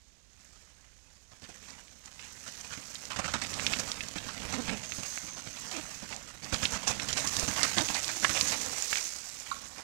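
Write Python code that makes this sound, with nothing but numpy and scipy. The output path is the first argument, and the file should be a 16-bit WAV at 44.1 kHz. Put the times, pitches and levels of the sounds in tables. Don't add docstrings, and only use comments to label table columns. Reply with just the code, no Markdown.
import sys
import numpy as np
from scipy import signal
from scipy.fft import rfft, irfft, next_fast_len
from scipy.io import wavfile
from scipy.ndimage import uniform_filter1d

SR = 44100
rng = np.random.default_rng(int(sys.argv[2]) if len(sys.argv) > 2 else 0)


def inscribe(sig):
    pcm = np.round(np.clip(np.atleast_2d(sig).T, -1, 1) * 32767)
    wavfile.write(sys.argv[1], SR, pcm.astype(np.int16))


N = 433503
TIME = np.arange(N) / SR


# (frequency [Hz], level [dB])
RUMBLE_TONE = [(10, -9), (28, -7), (55, -0.5), (100, 3.5), (140, 0), (200, 2), (290, -2), (375, -12.5),
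               (520, -8), (1500, -51)]
GRIT_TONE = [(120, -21), (300, -18.5), (450, -3.5), (600, 0), (800, -0.5), (1200, -0.7), (1700, 0),
             (2500, -0.8), (3300, -3), (4800, -5.5), (8000, -5), (16000, -51)]
LEAF_TONE = [(800, -6.5), (2200, -6.5), (3300, -10.5), (4300, -5), (5400, -1), (6400, 1.5), (7200, -1),
             (8300, -6), (9800, -13.5), (12000, -15.5), (14000, -18.5), (16000, -24)]
# (time [s], level of crushed leaves compared with a bump's grit [dB])
LEAF_COVER = [(1.4, -7), (2.4, -1), (3.3, -13), (3.75, 11), (4.2, -13), (4.7, -35), (6.1, -3.5), (7.1, 0.5),
              (7.75, -15), (8.5, -9.5), (9.8, -6)]

def tyres():
    rumble_db, grit_db, leaf_db = rolling_levels(TIME)
    starts, holds, thud_db, bite_db, scrape_hz = bumps().T
    shake = 0.56 * wander(60) + 0.96 * wander(240)
    rumble = colour(noise(), RUMBLE_TONE)
    grit = grains(380, 5400, per_s=2600, spread_db=3, sharpness=1.38) + 0.5 * noise()
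    grit = colour(patchy_ground(grit, depth_db=2.5, bands=5, frames=3), GRIT_TONE)
    leaves = grains(2220, 13200, per_s=3000, spread_db=2.5, sharpness=1.9) + 0.63 * noise()
    leaves = colour(patchy_ground(leaves, depth_db=1.35, bands=14, frames=3), LEAF_TONE)
    latest_bump = np.maximum(np.searchsorted(starts, TIME) - 1, 0)
    scrape = gliding_ring(noise(), scrape_hz[latest_bump], width_hz=600)
    bite = normalise(grit + 0.9 * scrape) * bump_gain(starts, holds, bite_db, rise_s=0.0035, fall_s=0.016)
    thuds = bump_gain(starts, holds, thud_db, rise_s=0.0063, fall_s=0.014)
    rumble *= np.hypot(amp(rumble_db + 1.67 * shake), thuds)
    grit *= amp(grit_db + 1.55 * shake)
    crush = normalise(leaves + 4.3 * ring(leaves, hz=4420, sharpness=1))
    crush_db = bite_db + follow(LEAF_COVER, starts)[0]
    crush *= bump_gain(starts, holds, crush_db, rise_s=0.00089, fall_s=0.0088)
    leaves *= amp(leaf_db + 1.25 * shake + 1.16 * wander(130))
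    snaps = grains(2220, 8400, per_s=70, spread_db=0.5, sharpness=7.5)
    crackle = colour(snaps, LEAF_TONE) * amp(leaf_db - 17.5)
    return rumble + grit + bite + crush + leaves + crackle


# (time [s], hold [s], thud level [dB], grit level [dB], scrape pitch [Hz])
BIG_BUMPS = [(1.315, 0.017, -61, -62.5, 1480), (1.416, 0.028, -57, -58, 470), (1.486, .007, -53, -53, 630),
             (2.196, 0.066, -69, -56, 2700), (2.46, 0.024, -59, -50, 1430), (2.703, 0.028, -52, -48, 1360),
             (2.772, 0.0079, -45.5, -54, 2360), (3.102, 0.021, -53, -41, 1330),
             (3.159, .008, -45, -37.5, 1380), (3.187, 0.0051, -39.5, -33, 1010),
             (3.239, 0.022, -46, -40, 1390), (3.278, .008, -45, -37, 1380),
             (3.336, 0.0037, -31, -33.5, 1150), (3.415, .018, -53, -39.5, 2120),
             (3.722, 0.0029, -40, -47, 2640), (3.786, 0.0034, -40, -48, 2670),
             (4.155, 0.0099, -39, -42.5, 1770), (4.284, 0.0087, -59, -47.5, 1640),
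             (4.523, 0.019, -47, -40.5, 760), (4.675, 0.066, -42, -44, 1000), (4.98, 0.015, -43, -54, 800),
             (5.23, .012, -46, -77, 1830), (5.365, 0.019, -59, -50, 860), (5.463, .008, -46, -49.5, 447),
             (5.711, 0.074, -70, -45, 840), (6.018, 0.016, -46, -50.5, 720), (6.101, 0.039, -52, -49, 760),
             (6.429, 0.012, -48.5, -52.5, 450), (6.522, 0.019, -35.5, -40.5, 2450),
             (6.625, 0.0077, -38, -39, 1380), (6.72, 0.041, -43, -41, 1070), (6.869, 0.041, -44, -36, 865),
             (7.085, 0.0038, -45, -39, 3050), (7.167, 0.015, -45, -35, 2680),
             (7.419, 0.013, -36.5, -45.5, 450), (7.476, 0.011, -35.5, -38.5, 1340),
             (7.559, 0.031, -57, -40.5, 1140), (7.63, 0.011, -43, -34, 1600), (7.766, 0.033, -38, -34, 710),
             (7.895, .005, -44, -38, 1020), (7.946, 0.023, -66, -35, 1210), (8.089, .007, -58, -37.5, 1660),
             (8.227, 0.034, -46, -36, 1770), (8.291, 0.019, -40, -38, 1610),
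             (8.344, 0.033, -60, -35.5, 2670), (8.518, 0.0086, -58, -33.5, 2330),
             (8.963, 0.024, -63, -41, 2300), (9.78, 0.026, -61, -49, 900)]

def bumps(count=45, hold_s=0.0046, spread_db=10):
    chance = rng.random((count, 4))
    starts = (np.arange(count) + chance[:, 0]) / count * TIME[-1]
    thud, bite, octaves = 2 * chance[:, 1:].T - 1
    rumble_db, grit_db, _ = rolling_levels(starts)
    thud_db = rumble_db - 3 + spread_db * thud
    bite_db = grit_db - 3 + spread_db * bite
    small_bumps = np.transpose([starts, np.full(count, hold_s), thud_db, bite_db, 1410 * 2 ** octaves])
    rows = np.vstack([BIG_BUMPS, small_bumps])
    return rows[np.argsort(rows[:, 0])]


def bump_gain(starts, holds, levels_db, rise_s, fall_s):
    power, t = np.zeros(N), np.arange(SR // 4) / SR
    for start, hold, db in zip(starts, holds, levels_db):
        squeeze = np.minimum(t / rise_s, 1) * np.exp(-np.maximum(t - hold, 0) / fall_s)
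        add(power, start, (amp(db) * squeeze) ** 2)
    return np.sqrt(power)


# (time [s], grit level [dB], leaf level [dB])
RIDES = [
    [(0, -76, -73), (.28, -74.5, -74.5), (.46, -67, -62.5), (.8, -69.5, -69), (1.27, -72, -68),
     (1.53, -60.5, -59), (1.7, -57.5, -57), (1.95, -64.5, -62.5), (2.55, -56.5, -51.5), (3.02, -56, -51),
     (3.17, -51, -53.5), (3.7, -43, -42.5)],
    [(4.1, -52, -52), (4.6, -44.5, -47.5), (4.84, -52.5, -50.5), (5.0, -51, -44.5), (5.16, -53, -43),
     (5.33, -54, -53.5), (5.72, -52, -47.5), (6.4, -56, -57)],
    [(6.62, -42, -41.5), (6.76, -47.5, -49), (6.84, -48.5, -50), (6.98, -44.5, -47.5), (7.36, -42, -38.5),
     (7.68, -43, -38.5), (8.17, -48.5, -41)],
    [(8.45, -42, -36), (8.68, -47, -40), (8.96, -56, -36.5), (9.17, -59, -46), (9.55, -54, -48.5),
     (9.83, -58.5, -55.5)],
]

def rolling_levels(t, cushion=0.43, hop_delay_s=0.065, hop_width_s=0.015):
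    grit_db, leaf_db = follow(np.vstack(RIDES), t)
    rumble_db = grit_db - 3.5 - cushion * (leaf_db - grit_db)
    steps = TIME[::100]
    hops = [np.exp(-((steps - start - hop_delay_s) / hop_width_s) ** 2) for start, *_ in BIG_BUMPS]
    dip_db = np.interp(t, steps, np.max(hops, axis=0))
    return rumble_db - dip_db, grit_db - dip_db, leaf_db - dip_db


def grains(low_hz, high_hz, per_s, spread_db, sharpness, pitches=10):
    out = np.zeros(N)
    for hz in np.geomspace(low_hz, high_hz, pitches):
        at = np.flatnonzero(rng.random(N) < per_s / pitches / SR)
        sizes = amp(spread_db * np.minimum(rng.exponential(1, N)[at], 4.5))
        clicks = np.zeros(N)
        clicks[at] = sizes * (-1.) ** at
        out += ring(clicks, hz, sharpness)
    return normalise(out)


def patchy_ground(x, depth_db, bands, frames):
    spectrum = signal.stft(x, nperseg=1024)[2]
    patches = rng.standard_normal(spectrum.shape)
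    for axis, span in enumerate((bands, frames)):
        patches = uniform_filter1d(uniform_filter1d(patches, span, axis), span, axis)
    spectrum *= amp(depth_db * normalise(patches))
    return normalise(signal.istft(spectrum)[1][:N])


# (time [s], level [dB], pitch [Hz], time to fade 60 dB [s])
CLACKS = [(1.441, -35.5, 4200, 0.028), (1.64, -43, 3200, 0.021), (1.705, -31, 5600, 0.014),
          (1.881, -42, 2980, .02), (2.0583, -32.5, 6200, .018), (2.194, -31.5, 2940, .03),
          (2.6117, -30, 6400, .015), (2.9471, -23.5, 7150, .006), (2.954, -27.5, 3900, 0.044),
          (3.054, -24, 5370, 0.0085), (3.3414, -19, 4200, .035), (3.448, -25, 3160, 0.016),
          (3.54, -21.5, 4500, 0.027), (3.5972, -15, 3000, 0.0058), (3.6658, -8, 3700, 0.023),
          (3.7355, -15, 2800, 0.031), (3.917, -14.5, 4700, 0.02), (4.007, -23.5, 2830, 0.043),
          (4.0853, -22, 6300, 0.013), (4.183, -22, 3730, 0.024), (4.6954, -19.5, 2300, 0.029),
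          (4.9205, -21, 2680, .023), (5.176, -21, 2300, 0.013), (5.767, -26, 6800, .012),
          (6.1267, -22, 2340, 0.027), (6.164, -24, 7500, .008), (6.445, -26, 5260, 0.016),
          (6.543, -15, 4400, 0.03), (6.654, -10.5, 3330, 0.024), (6.878, -16.5, 5700, 0.054),
          (6.9983, -17.5, 2830, 0.024), (7.1287, -14.5, 5150, 0.034), (7.2742, -13, 5400, .021),
          (7.3675, -9, 5530, .011), (7.3964, -14.5, 6800, .014), (7.6315, -6, 5450, 0.015),
          (7.784, -7.5, 4030, 0.0066), (7.8092, -14.5, 4260, 0.026), (7.8875, -11, 3150, 0.0044),
          (7.945, -16.5, 4800, 0.044), (8.0444, -11, 4700, 0.0086), (8.0802, -16.5, 5300, 0.0052),
          (8.2465, -5.5, 1780, 0.032), (8.411, -5, 5000, 0.014), (8.823, -15, 7100, 0.017),
          (8.929, -15.5, 2180, 0.04), (8.9569, -12.5, 2930, 0.0064), (8.9737, -16.5, 4020, .02)]
# (pitch [Hz], level [dB])
FRAME_NOTES = [(1720, -8), (2250, -9.5), (2640, -8), (3750, -11.5), (5100, -17), (5850, -10), (7000, -5)]

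def clacks(reach_octaves=0.34):
    out, t = np.zeros(N), np.arange(SR // 16) / SR - 0.001
    after = np.maximum(t, 0)
    for start, db, hz, fade_s in CLACKS:
        crack = np.cos(2 * np.pi * hz * t) * np.exp(-(hz * t / 0.71) ** 2)
        rattle = normalise(ring(ring(noise(len(t)), hz, 1.14), hz, 1.14)) * (t > 0)
        tone = np.zeros(len(t))
        for note_hz, note_db in FRAME_NOTES:
            closeness = np.exp(-(np.log2(note_hz / hz) / reach_octaves) ** 2)
            tone += amp(note_db) * closeness * np.sin(2 * np.pi * note_hz * after)
        fade = amp(-60 * after / fade_s)
        add(out, start + t[0], amp(db) * (0.45 * crack + (0.25 * rattle + 0.83 * tone) * fade))
    return signal.sosfilt(signal.butter(4, 9500, fs=SR, output="sos"), out)


# (start [s], time when nearest [s], end [s], nearest distance [m], level there [dB])
COASTS = [(0, 4.7, 3.9, 3.7, -56), (4.8, 5.06, 6.05, 2.6, -48), (6.3, 8.1, 9.9, 2, -51),
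          (6.3, 12, 12, 4, -75)]
BIKE_M_PER_S, SOUND_M_PER_S = 9, 343

def freehubs(teeth_per_s=290, shell_hz=6360, sizzle_hz=6000):
    out = np.zeros(N)
    for start, nearest, end, distance, db in COASTS:
        along = BIKE_M_PER_S * (TIME - nearest)
        away = np.hypot(along, distance)
        doppler = 1 / (1 + BIKE_M_PER_S / SOUND_M_PER_S * along / away)
        tick_rate = teeth_per_s * doppler * (1 + 0.11 * wander(3.4))
        teeth_passed = np.floor(np.cumsum(tick_rate) / SR)
        ticks = np.diff(teeth_passed, prepend=0) * noise()
        shell = gliding_ring(ticks, shell_hz * doppler, width_hz=560)
        sizzle = amp(-7) * gliding_ring(ticks, sizzle_hz * doppler, width_hz=3100)
        fade = np.clip(np.minimum(TIME - start, end - TIME) / 0.05, 0, 1)
        out += amp(db) * distance / away * fade * normalise(shell + sizzle)
    return out


# (time [s], length [s], average knob slaps [per s], level [dB])
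BENDS = [(4.522, .13, 245, -43.5), (4.662, .13, 215, -48), (5.722, 0.091, 310, -48.5),
         (7.295, 0.36, 300, -59), (7.752, 0.086, 315, -41), (7.998, .8, 305, -54.5), (8.2, 0.82, 504, -57)]

def tyre_knobs(pitch_sag=0.0865):
    out, slip, grip = np.zeros(N), wander(163), wander(86.2)
    for start, length, hz, db in BENDS:
        progress = np.arange(0, 1, 1 / (length * SR))
        n = len(progress)
        slap_rate = hz * (1 - pitch_sag * (progress - 0.5)) * (1 + 0.0714 * slip[:n])
        slaps = np.cumsum(slap_rate) / SR
        buzz = sum(np.cos(2 * np.pi * k * slaps) / k ** 1.3 for k in range(1, 7))
        add(out, start, normalise(buzz) * amp(db + 4.2 * grip[:n]) * np.sin(np.pi * progress))
    return out


# (time [s], level [dB])
KNOCKS = [(9.514, -24.5), (9.526, -34), (9.562, -41)]
# (pitch [Hz], level [dB], time to fade 60 dB [s])
WOOD_NOTES = [(1112, 3, 0.069), (1333, -4, 0.057), (1382, -5, 0.089), (2320, -15, .04), (3870, -3, 0.02),
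              (4500, -7, 0.017)]

def wood_knocks(rise_s=0.0018):
    out, t = np.zeros(N), np.arange(SR // 6) / SR
    knock = sum(amp(db - 60 * t / fade_s) * np.sin(2 * np.pi * hz * t) for hz, db, fade_s in WOOD_NOTES)
    knock *= np.minimum(t / rise_s, 1)
    for start, db in KNOCKS:
        add(out, start, amp(db) * knock / abs(knock).max())
    return out


def tree_echoes(x, echo_db, fade_s, paths=3, echoes_per_s=1500):
    t, out = np.arange(SR // 2) / SR, x.copy()
    for k in range(paths):
        echoes = noise(len(t)) * (rng.random(len(t)) < echoes_per_s / SR)
        echoes *= (t > 0.004) * amp(-60 * t / fade_s)
        share = np.cos(np.pi * (1.303 * TIME + k / paths)) * np.sqrt(2 / paths)
        out += amp(echo_db) * signal.oaconvolve(x * share, echoes / np.linalg.norm(echoes))[:N]
    return out


# (frequency [Hz], level [dB])
AIR_TONE = [(15, -10), (60, 8), (120, -7), (300, -14.5), (1000, -21), (3000, -20), (6500, -15.5),
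            (10000, -32), (16000, -45)]

def air():
    return amp(-64.5) * colour(noise(), AIR_TONE)


def amp(db):
    return 10 ** (np.asarray(db) / 20)


def noise(size=N):
    return rng.standard_normal(size)


def normalise(x):
    return x / np.sqrt(np.mean(x ** 2) + 1e-20)


def wander(per_s):
    points = noise(8192)
    return normalise(np.interp(TIME * per_s, np.arange(len(points)), points))


def follow(rows, t):
    times, *columns = np.transpose(rows)
    return [np.interp(t, times, column) for column in columns]


def add(mix, start, sound):
    part = mix[round(start * SR):][:len(sound)]
    part += sound[:len(part)]


def colour(x, tone):
    size = next_fast_len(N, True)
    hz, db = np.transpose(tone)
    gain = amp(np.interp(np.log(np.fft.rfftfreq(size, 1 / SR) + 1), np.log(hz), db))
    return normalise(irfft(rfft(x, size) * gain, size)[:N])


def ring(x, hz, sharpness):
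    return signal.lfilter(*signal.iirpeak(hz, sharpness, SR), x)


def gliding_ring(x, hz, width_hz):
    turn = np.exp(2j * np.pi * np.cumsum(hz) / SR)
    decay = np.exp(-np.pi * width_hz / SR)
    return normalise((turn * signal.lfilter([1], [1, -2 * decay, decay ** 2], x / turn)).real)


def scene():
    bikes = tyres() + tyre_knobs() + freehubs() + clacks() + wood_knocks()
    sound = tree_echoes(bikes, echo_db=-16.5, fade_s=0.96) + air()
    return np.array([np.zeros(N), 2 * sound])


def record(dry):
    hiss = amp(-103) * noise(dry.shape)
    lowpass = signal.firwin(511, 15950, window=("kaiser", 9), fs=SR)
    return signal.oaconvolve(np.clip(dry + hiss, -1, 1), lowpass[None], "same")


dry = scene()
out = record(dry)
inscribe(out)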